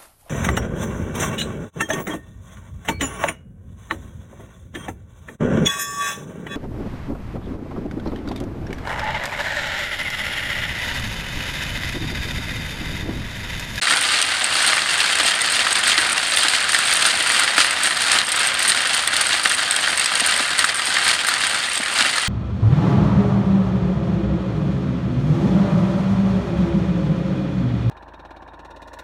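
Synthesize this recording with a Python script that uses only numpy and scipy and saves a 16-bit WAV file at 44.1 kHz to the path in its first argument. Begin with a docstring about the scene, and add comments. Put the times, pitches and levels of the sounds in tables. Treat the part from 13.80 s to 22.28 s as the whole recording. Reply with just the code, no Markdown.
"""Marble run in a living room

One microphone, close to a toy marble run: a dozen glass marbles circle its plastic funnels and chutes.
Rolling is a stream of tiny impacts that ring the thin dishes. The marbles also hop, knock on the plastic,
click against each other and drop into tubes. Underneath, the tower rumbles a little on the wooden floor."""
import sys
import numpy as np
from scipy import signal
from scipy.fft import rfft, irfft
from scipy.io import wavfile
from scipy.ndimage import uniform_filter1d

SR = 44100
rng = np.random.default_rng(int(sys.argv[2]) if len(sys.argv) > 2 else 0)


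def pcm_store(signal):
    """Save signal as 16-bit PCM."""
    levels = np.round(np.clip(np.atleast_2d(signal), -1, 1) * 32767)
    wavfile.write(sys.argv[1], SR, levels.astype(np.int16).T)


N = 373968

# spectrum of the dishes under rolling marbles: frequency_hz, level_db
DISH_SPECTRUM = [(30, -54), (230, -14), (460, -11.5), (700, -8), (1020, -8.5), (1350, -3), (1900, 0),
                 (2350, -4), (4500, -5), (5800, -15), (9400, -11.5), (10700, -34), (13000, -31.5),
                 (16000, -67)]
# peaks and dips in the dishes' crowd of modes: centre_hz, width_hz, lift_db
DISH_RESONANCES = [(286, 55, 1), (410, 122, -4), (760, 190, 2), (1002, 45, 3.5), (1210, 83, 3.5),
                   (1430, 100, 1.5), (1584, 72, 2), (1930, 45, -1), (2775, 82, 3.5), (3160, 89, 4),
                   (3730, 170, -0.5), (4730, 76, 1.5)]
def rolling(effort_db, bright_db):
    """Close up, fine chatter makes a roar and hops over seams a rattle; both sound through the dishes."""
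    roar = rng.standard_normal(N) * chatter(rate=170, spread_db=2.5, settle_s=0.018)
    hops = patter(rate=115, spread_db=2.6, t60=.038, low_hz=1296, high_hz=4935, ping_db=-13)
    hops = brighten(hops, 2.06, corner_hz=2930)  # a landing is a harder contact than rolling
    dishes = unit(colour(roar + undb(-2) * hops, DISH_SPECTRUM, DISH_RESONANCES))
    swell_db = 0.77 * effort_db  # the rolling roar swells a little less than the overall level
    return brighten(dishes, bright_db, corner_hz=2860) * undb(swell_db - 20)


# spectrum of the plastic under a blow: frequency_hz, level_db
PLASTIC_SPECTRUM = [(30, -54), (130, -28), (400, -18), (950, -16), (1350, 0.5), (1850, 0.5), (2400, -4.5),
                    (4200, -0.5), (6000, -10), (9300, -10.5), (11000, -23), (13000, -32), (16000, -61)]
# a marble drops or bumps hard on the plastic: start_s, level_db, pitch_hz, hardness_db
HARD_KNOCKS = [(0.0719, -19, 2060, -15), (0.1081, -19, 1800, -10), (0.1699, -18.5, 3330, 8),
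               (0.289, -19.5, 2950, -1), (0.4151, -20, 3400, 9), (0.4249, -18, 3130, 8),
               (0.5212, -22, 2670, -8), (0.803, -22, 2780, 0), (0.9312, -15.5, 1830, -7),
               (0.9682, -17.5, 1840, -10), (1.1408, -19, 1810, -8), (1.2037, -16.5, 2700, 11),
               (1.2625, -20, 3690, 2), (1.3998, -17, 2970, -3), (1.8672, -15.5, 1830, -16),
               (1.9539, -20, 3500, 3), (2.0675, -20.0, 1550, -13), (2.0796, -22, 2670, 11),
               (2.1788, -15, 4060, 4), (2.1838, -19, 1950, -5), (2.3791, -17.5, 2760, 4),
               (2.5718, -16.5, 3500, 9), (2.6383, -20, 3280, -2), (2.6484, -20, 2020, -9),
               (2.6837, -15.5, 4050, 5), (2.9317, -18, 1650, 0), (2.9457, -12.5, 1850, -3),
               (3.1265, -18, 2580, 8), (3.2235, -18, 3340, 4), (3.2532, -15, 3540, 7),
               (3.6781, -21, 2030, -5), (3.7799, -11, 1810, -6), (3.7906, -21, 1930, 1),
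               (3.8038, -17, 1780, -7), (3.8096, -16.5, 2940, -2), (3.822, -23, 2880, -4),
               (3.8454, -16.5, 1800, -11), (4.0723, -20, 1740, -18), (4.1269, -23, 2100, -7),
               (4.3167, -18, 3300, 8), (4.3319, -18, 1800, -5), (4.3525, -19, 1690, -2),
               (4.3604, -22, 1630, 1), (4.3873, -15, 4060, 11), (4.415, -21, 1850, 2),
               (4.8239, -20, 2720, 4), (4.8493, -18, 1740, -12), (4.8976, -17, 3570, 9),
               (4.9193, -16.5, 4080, 11), (5.2753, -18, 3460, -8), (5.332, -21, 1600, -22),
               (5.366, -19, 3500, 16), (5.5304, -18.0, 4070, 15), (5.6398, -22, 4760, 8),
               (5.6569, -12.5, 1820, -12), (5.7148, -18, 1800, -3), (5.9197, -21, 3060, 9),
               (5.9639, -19.5, 3240, 15), (6.0757, -17, 1760, -19), (6.3981, -17.5, 2900, 8),
               (6.4952, -22, 2780, -1), (6.5946, -19, 1620, -6), (6.7918, -14.0, 1910, 2),
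               (6.8423, -12.5, 1850, -7), (6.8928, -19.5, 1920, -2), (6.994, -22, 1850, -6),
               (7.1676, -15.5, 1680, -13), (7.184, -18, 1430, -7), (7.2488, -22, 4300, 1),
               (7.2665, -22, 3710, 2), (7.2893, -17.5, 4130, 12), (7.3138, -18.0, 1570, 11),
               (7.4854, -19.5, 1720, -21), (7.5389, -18.5, 1820, 2), (7.6369, -18, 1590, -8),
               (7.746, -20, 2000, -2), (8.06, -21.5, 1820, -8), (8.1591, -24, 2970, -2),
               (8.1874, -17.0, 1460, -2), (8.2076, -15, 3680, -5), (8.2238, -18, 2900, 1),
               (8.2493, -18, 1580, -14)]
def knocks(effort_db):
    """Blows on the plastic: a crack, brighter if harder, then the bowl and the struck spot ring on."""
    out = np.zeros(N)
    light = [(s, db, 1300 * 3.6 ** rng.random(), -2 + 4 * rng.standard_normal())
             for s, db in light_blows(effort_db, rate=14, db=-27.5, spread_db=-0.5)]
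    for start_s, level_db, pitch_hz, hardness_db in list(HARD_KNOCKS) + light:
        bowl = strike(t60=.019, crack_db=-12) + undb(-8) * ring(t60=.06)
        bowl = colour(bowl, PLASTIC_SPECTRUM, DISH_RESONANCES)
        bowl = brighten(bowl, hardness_db, corner_hz=2670)
        spot = undb(-5) * unit(ping(pitch_hz, t60=.026))
        add(out, start_s, at_level(unit(bowl) + spot, level_db))
    return out


# spectrum of glass on glass: frequency_hz, level_db
GLASS_SPECTRUM = [(60, -58), (500, -27), (2000, -1.5), (3400, -0.5), (4800, 0.5), (5900, -2), (7900, -0.5),
                  (8150, 7.5), (8600, 5.5), (9300, 5.5), (9900, 2), (10700, -6), (13000, -8.5),
                  (14500, -36), (16000, -37)]
# two marbles collide hard: start_s, level_db, pitch_hz, hardness_db
HARD_CLICKS = [(0.1146, -22, 8350, 9), (0.2134, -27, 9140, 12), (0.2256, -24, 9330, 5),
               (0.4157, -20, 8450, 4), (0.4253, -20.5, 8600, -21), (0.643, -16.5, 8300, -12),
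               (0.8269, -21, 9030, -15), (0.8641, -19, 8560, 0), (0.8746, -20, 9100, 8),
               (1.1343, -29, 8910, 4), (1.3865, -26, 8400, 6), (1.4622, -20, 8340, -4),
               (1.6168, -19.5, 8600, -2), (1.7162, -44, 8210, -17), (1.7231, -23, 8370, 5),
               (1.9271, -17.5, 8230, -9), (2.0749, -20, 8300, 9), (2.3288, -19.5, 8700, -10),
               (2.5094, -25, 8120, 4), (2.5654, -25, 9160, 29), (2.5717, -23, 9200, 4),
               (2.5832, -23.5, 8900, 16), (2.6333, -19.5, 8500, 1), (2.6835, -27, 9400, 7),
               (2.6945, -29, 8600, 6), (2.8421, -26, 8670, -10), (2.9204, -21.0, 9250, -10),
               (2.9403, -22, 8100, 2), (2.9875, -19.5, 8350, 4), (3.0699, -25.5, 8300, -4),
               (3.1362, -19.5, 9490, 11), (3.2241, -23.0, 8940, -1), (3.2756, -27, 9210, -10),
               (3.4257, -22, 9030, 1), (3.4737, -23, 8440, 7), (3.5194, -22.0, 8000, 4),
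               (3.5962, -21, 9000, 6), (3.781, -27, 8660, 5), (3.8427, -26, 9730, 8),
               (3.9088, -23.5, 8400, 8), (4.0331, -18.5, 8260, 4), (4.0648, -24, 8500, 1),
               (4.0759, -29, 8590, -10), (4.1725, -27, 8260, 2), (4.219, -24, 9370, -5),
               (4.3164, -23.0, 9100, -5), (4.3863, -27, 8570, -3), (4.4888, -25, 8190, 15),
               (4.5615, -23.0, 7950, -1), (4.6641, -28, 8200, 0), (4.6712, -18, 8400, 0),
               (4.7419, -26, 8600, 11), (4.7927, -22, 8300, 9), (4.8283, -22, 9500, 6),
               (4.878, -20, 9150, 7), (4.8862, -20, 8250, 7), (4.8954, -24, 9100, -7),
               (5.0732, -25, 9100, -5), (5.1323, -26, 8610, -7), (5.1465, -20.5, 9600, -2),
               (5.1748, -23, 8650, -4), (5.2748, -18, 8240, 17), (5.3405, -25, 9010, 3),
               (5.3653, -21, 9180, 0), (5.4117, -17, 9400, 1), (5.4218, -27, 8100, -7),
               (5.4444, -27, 9080, -10), (5.4683, -21, 8100, -10), (5.635, -25, 9100, 2),
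               (5.6508, -25, 9220, -7), (5.6726, -25.0, 8400, 3), (5.6951, -22.0, 9240, -1),
               (5.7199, -21.5, 8350, 0), (5.7474, -24.0, 9210, -10), (5.9098, -15.5, 8270, 2),
               (5.9617, -21, 8340, 5), (6.1745, -19, 8160, -5), (6.1962, -16.5, 8350, -10),
               (6.2446, -23, 9860, -4), (6.259, -19, 8000, -2), (6.3528, -20, 8580, -2),
               (6.4046, -20.5, 9000, -4), (6.4632, -21.0, 8820, 12), (6.4724, -20, 9200, 4),
               (6.5624, -23, 8310, 0), (6.5768, -23, 8870, 3), (6.7822, -24, 8600, -8),
               (6.7905, -18.5, 8830, 5), (6.8473, -19.5, 8400, 2), (6.951, -33, 9220, 5),
               (6.9714, -26, 8440, -6), (7.0559, -24.5, 8450, 5), (7.2793, -20, 8800, 4),
               (7.47, -25, 9150, 9), (7.4794, -24, 8990, 13), (7.4879, -23, 8400, 26),
               (7.668, -23, 8930, -5), (7.9339, -26.0, 9400, 3), (7.9563, -24, 8300, -6),
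               (7.9768, -22.0, 8300, -8)]
def clicks(effort_db):
    """Glass hits glass; each spot has its own pitch, and a harder contact lifts the very top."""
    out = np.zeros(N)
    light = [(s, db, rng.uniform(8260, 9450), 3 * rng.standard_normal())
             for s, db in light_blows(effort_db, rate=13, db=-31, spread_db=1.0)]
    for start_s, level_db, pitch_hz, hardness_db in list(HARD_CLICKS) + light:
        click = strike(t60=.017, crack_db=-9) + undb(-5) * ping(pitch_hz, t60=.02)
        click = brighten(colour(click, GLASS_SPECTRUM), hardness_db - 3, corner_hz=10500)
        add(out, start_s, at_level(click, level_db))
    return out


# marbles bunch up and chatter against each other: peak_s, length_s, lift_db
BUNCHES = [(.21, 0.079, 3.5), (.63, 0.043, 5.5), (1.94, 0.04, 6), (2.55, 0.088, 3), (3.26, 0.038, 10),
           (4.04, 0.076, 7), (4.23, 0.043, 7), (4.32, 0.05, 9), (4.49, 0.098, 5.5), (4.895, 0.025, 10),
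           (7.49, 0.048, -1)]
def jostling(effort_db, flicker_db):
    """Marbles in a train keep touching lightly, louder when they run hard or bunch up."""
    ticks = patter(rate=90, spread_db=3.0, t60=.024, low_hz=7960, high_hz=9860, ping_db=-10)
    # light touches last longer than hard collisions and lack their very top
    touches = brighten(colour(ticks, GLASS_SPECTRUM), -12, corner_hz=10800)
    level_db = -32 + 0.5 * effort_db + swells(BUNCHES) + flicker_db
    return unit(touches) * undb(level_db)


# spectrum of the upright tubes: frequency_hz, level_db
TUBE_SPECTRUM = [(60, -30), (150, -16), (230, 2), (310, 1), (420, -9), (650, 1), (850, 2.5), (1600, -35),
                 (5000, -39)]
# a marble drops into a tube: start_s, level_db
TUBE_DROPS = [(0.63, -31), (1.398, -31), (1.449, -26), (2.185, -31), (2.65, -27), (3.779, -25),
              (4.351, -31), (5.654, -36), (6.416, -28), (6.599, -28.5), (7.076, -30), (7.728, -31),
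              (8.0, -27), (8.209, -28)]
def tube_bumps():
    """Marbles land in the tubes and briefly ring the air inside: a soft, hollow bump."""
    out = np.zeros(N)
    for start_s, level_db in TUBE_DROPS:
        add(out, start_s, at_level(colour(ring(t60=.05), TUBE_SPECTRUM), level_db))
    return out


# spectrum of the tower and the wooden floor: frequency_hz, level_db
FLOOR_SPECTRUM = [(20, -28), (42, -30), (55, -21), (66, -5), (76, 2), (92, -2), (150, -3.5), (260, -7.5),
                  (500, -37), (1500, -66)]
def rumble(effort_db):
    """The moving weight shakes the tower and the floor under it."""
    return unit(colour(rng.standard_normal(N), FLOOR_SPECTRUM)) * undb(.5 * effort_db - 48.5)


def room(x, gap_s, t60, wet_db):
    """Floor and furniture return a short diffuse tail, whose echoes shift slowly as the hand-held microphone
    drifts."""
    tail = np.zeros(N)
    for _ in range(4):
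        echoes = signal.fftconvolve(x, ring(t60, size=16384))[:N]
        add(tail, gap_s, echoes * wobble(rate_hz=3.04) / 2)
    return x + undb(wet_db) * tail


def undb(db):
    """Decibels to gain."""
    return 10 ** (np.asarray(db) / 20)


def unit(x):
    """Scale to rms 1."""
    return x / np.sqrt(np.mean(x ** 2) + 1e-18)


def at_level(x, db):
    """Scale a blow to the energy of 10 ms of steady sound at this level."""
    return x / np.linalg.norm(x) * np.sqrt(SR / 100) * undb(db)


def add(out, start_s, x):
    """Mix x into out from start_s."""
    i = max(int(start_s * SR), 0)
    out[i:i + len(x)] += x[:N - i]


def colour(x, spectrum, modes=(), size=8192):
    """Causal filter with a smooth spectrum and resonant peaks and dips on it."""
    f = np.arange(size // 2 + 1) * SR / size
    hz, db = np.transpose(spectrum)
    db = np.interp(np.log(f + 1), np.log(hz), db)
    for centre, width, lift in modes:
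        db = db + lift / (1 + (2 * (f - centre) / width) ** 2)
    cepstrum = irfft(np.log(undb(db)))
    cepstrum[1:size // 2] *= 2  # fold onto positive time for minimum phase
    cepstrum[size // 2 + 1:] = 0
    response = irfft(np.exp(rfft(cepstrum)))
    return signal.fftconvolve(x, response)[:len(x)]


def brighten(x, db, corner_hz):
    """Lift or lower everything above the corner."""
    treble = signal.sosfiltfilt(signal.butter(2, corner_hz, "high", fs=SR, output="sos"), x)
    return x + (undb(db) - 1) * treble


def ping(hz, t60, size=4096):
    """One mode dying away by 60 dB in t60 seconds; energy 1."""
    t = np.arange(size) / SR
    tone = np.sin(2 * np.pi * hz * t) * np.exp(-np.log(1000) * t / t60)
    return tone / np.linalg.norm(tone)


def ring(t60, size=4096):
    """A crowd of overlapping modes dying away together; energy 1."""
    tail = rng.choice([-1., 1.], size) * np.exp(-np.log(1000) * np.arange(size) / SR / t60)
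    return tail / np.linalg.norm(tail)


def strike(t60, crack_db, contact_s=.0002, size=4096):
    """The crack of the contact, then a crowd of modes that builds up and dies away."""
    build = 1 - np.exp(-np.arange(size) / SR / contact_s)
    modes = ring(t60, size) * build
    crack = undb(crack_db) * (np.arange(size) == 0)
    return modes / np.linalg.norm(modes) + crack


def impacts(rate, spread_db, count=4000):
    """A run of hops as (start_s, gain): each flight lasts about 1 / rate seconds, never twice the same."""
    flight, strength = rng.standard_normal((count, 2)).T
    times = np.cumsum(np.exp(.55 * flight) / rate)
    gains = undb(spread_db * np.minimum(strength, 1.7))
    return [(s, gain) for s, gain in zip(times, gains) if s < N / SR]


def light_blows(effort_db, rate, db, spread_db):
    """Small random blows as (start_s, level_db), stronger when the marbles run harder."""
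    return [(s, db + 20 * np.log10(gain) + effort_db[int(s * SR)]) for s, gain in impacts(rate, spread_db)]


def patter(rate, spread_db, t60, low_hz, high_hz, ping_db, count=160):
    """Hops land on many spots; each spot rings with its own crowd of modes and favours two of them."""
    spots_hz = low_hz * (high_hz / low_hz) ** rng.random((count, 2))
    rings = [unit(ring(t60) + undb(ping_db) * (ping(first, t60) + ping(second, t60)))
             for first, second in spots_hz]
    out = np.zeros(N)
    for start_s, gain in impacts(rate, spread_db):
        add(out, start_s, gain * rings[rng.integers(count)])
    return steady(out, span_s=0.062)


def chatter(rate, spread_db, settle_s):
    """Each jolt sets a marble chattering at once, then it settles: a gain with rms 1."""
    jolts = np.zeros(N)
    for start_s, gain in impacts(rate, spread_db):
        jolts[int(start_s * SR)] += gain ** 2
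    energy = signal.lfilter([1], [1, -np.exp(-1 / (settle_s * SR))], jolts)
    return steady(np.sqrt(energy), span_s=0.082)


def steady(x, span_s):
    """Hold the power even over a span: hops share out the energy that the marbles bring along."""
    size = max(int(span_s * SR), 2)
    power = uniform_filter1d(uniform_filter1d(x ** 2, size), size)
    return unit(x / np.sqrt(power + np.mean(power) / 20))


def wobble(rate_hz):
    """Smooth random drift with spread near 1."""
    size = int(SR / rate_hz)
    held = np.repeat(rng.standard_normal(N // size + 1), size)
    return 1.3 * uniform_filter1d(held, size)[:N]


def swells(table):
    """A curve in dB: each row is a bell, its length taken at half height."""
    t = np.arange(N) / SR
    return sum(lift_db * .5 ** ((2 * (t - peak_s) / length_s) ** 2) for peak_s, length_s, lift_db in table)


# how hard the marbles run between passes: time_s, running_db
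RUNNING = [(0, -19), (.6, -18.5), (1.05, -21.5), (1.5, -18), (2.45, -20.5), (3.05, -18), (4.5, -20.5),
           (5.0, -18), (5.25, -21.5), (5.7, -19.5), (6.95, -21), (7.6, -22), (7.95, -23), (8.48, -22)]
# a train of marbles sweeps round the funnel rim nearest the microphone: closest_s, length_s, lift_db
NEAR_PASSES = [(.13, 0.069, 5.5), (.34, 0.056, 3), (.78, 0.1, 3), (.91, 0.13, 6), (1.24, 0.25, 3.5),
               (1.41, 0.04, 2.5), (1.92, 0.4, 1.5), (2.08, 0.067, 3.5), (2.28, 0.21, 3.5),
               (2.65, 0.23, 2.5), (3.2, 0.11, 3), (3.58, 0.31, 3.5), (3.815, 0.053, 3), (3.93, 0.051, 1.5),
               (4.05, 0.043, 3), (4.335, 0.17, 5), (4.6, 0.12, 3.5), (4.9, 0.09, 1), (5.13, 0.077, 3),
               (5.38, 0.15, 3), (5.53, 0.062, 3.5), (5.672, 0.03, 1.5), (6.08, 0.38, 0.8), (6.36, 0.01, 5),
               (6.52, 0.2, 3.5), (6.815, 0.043, 3.5), (7.18, 0.15, 3.5), (7.285, 0.098, 5),
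               (7.6, 0.32, 2.5), (8.22, 0.16, 7), (8.38, 0.047, 5)]
def scene():
    """The whole run from close by, in mono; harder running is louder and brighter."""
    uneven_hz = 21.97  # uneven running of single marbles
    run_db = np.interp(np.arange(N) / SR, *np.transpose(RUNNING))
    run_db = run_db + swells(NEAR_PASSES) + 0.41 * wobble(uneven_hz)
    effort_db = run_db - np.mean(run_db)
    bright_db = 0.3 * effort_db + 1.64 * wobble(uneven_hz)
    flicker_db = 2.5 * wobble(uneven_hz)
    marbles = rolling(effort_db, bright_db) + jostling(effort_db, flicker_db)
    marbles = marbles + knocks(effort_db) + clicks(effort_db) + tube_bumps()
    return (room(marbles, gap_s=.005, t60=0.081, wet_db=-18) + rumble(effort_db))[None]


def record(dry):
    """The recorder clips at full scale and cuts the top above 15.7 kHz."""
    lowpass = signal.ellip(10, .1, 80, 15700, fs=SR, output="sos")
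    return signal.sosfilt(lowpass, np.clip(dry, -1, 1))


dry = scene()
out = record(dry)
pcm_store(out)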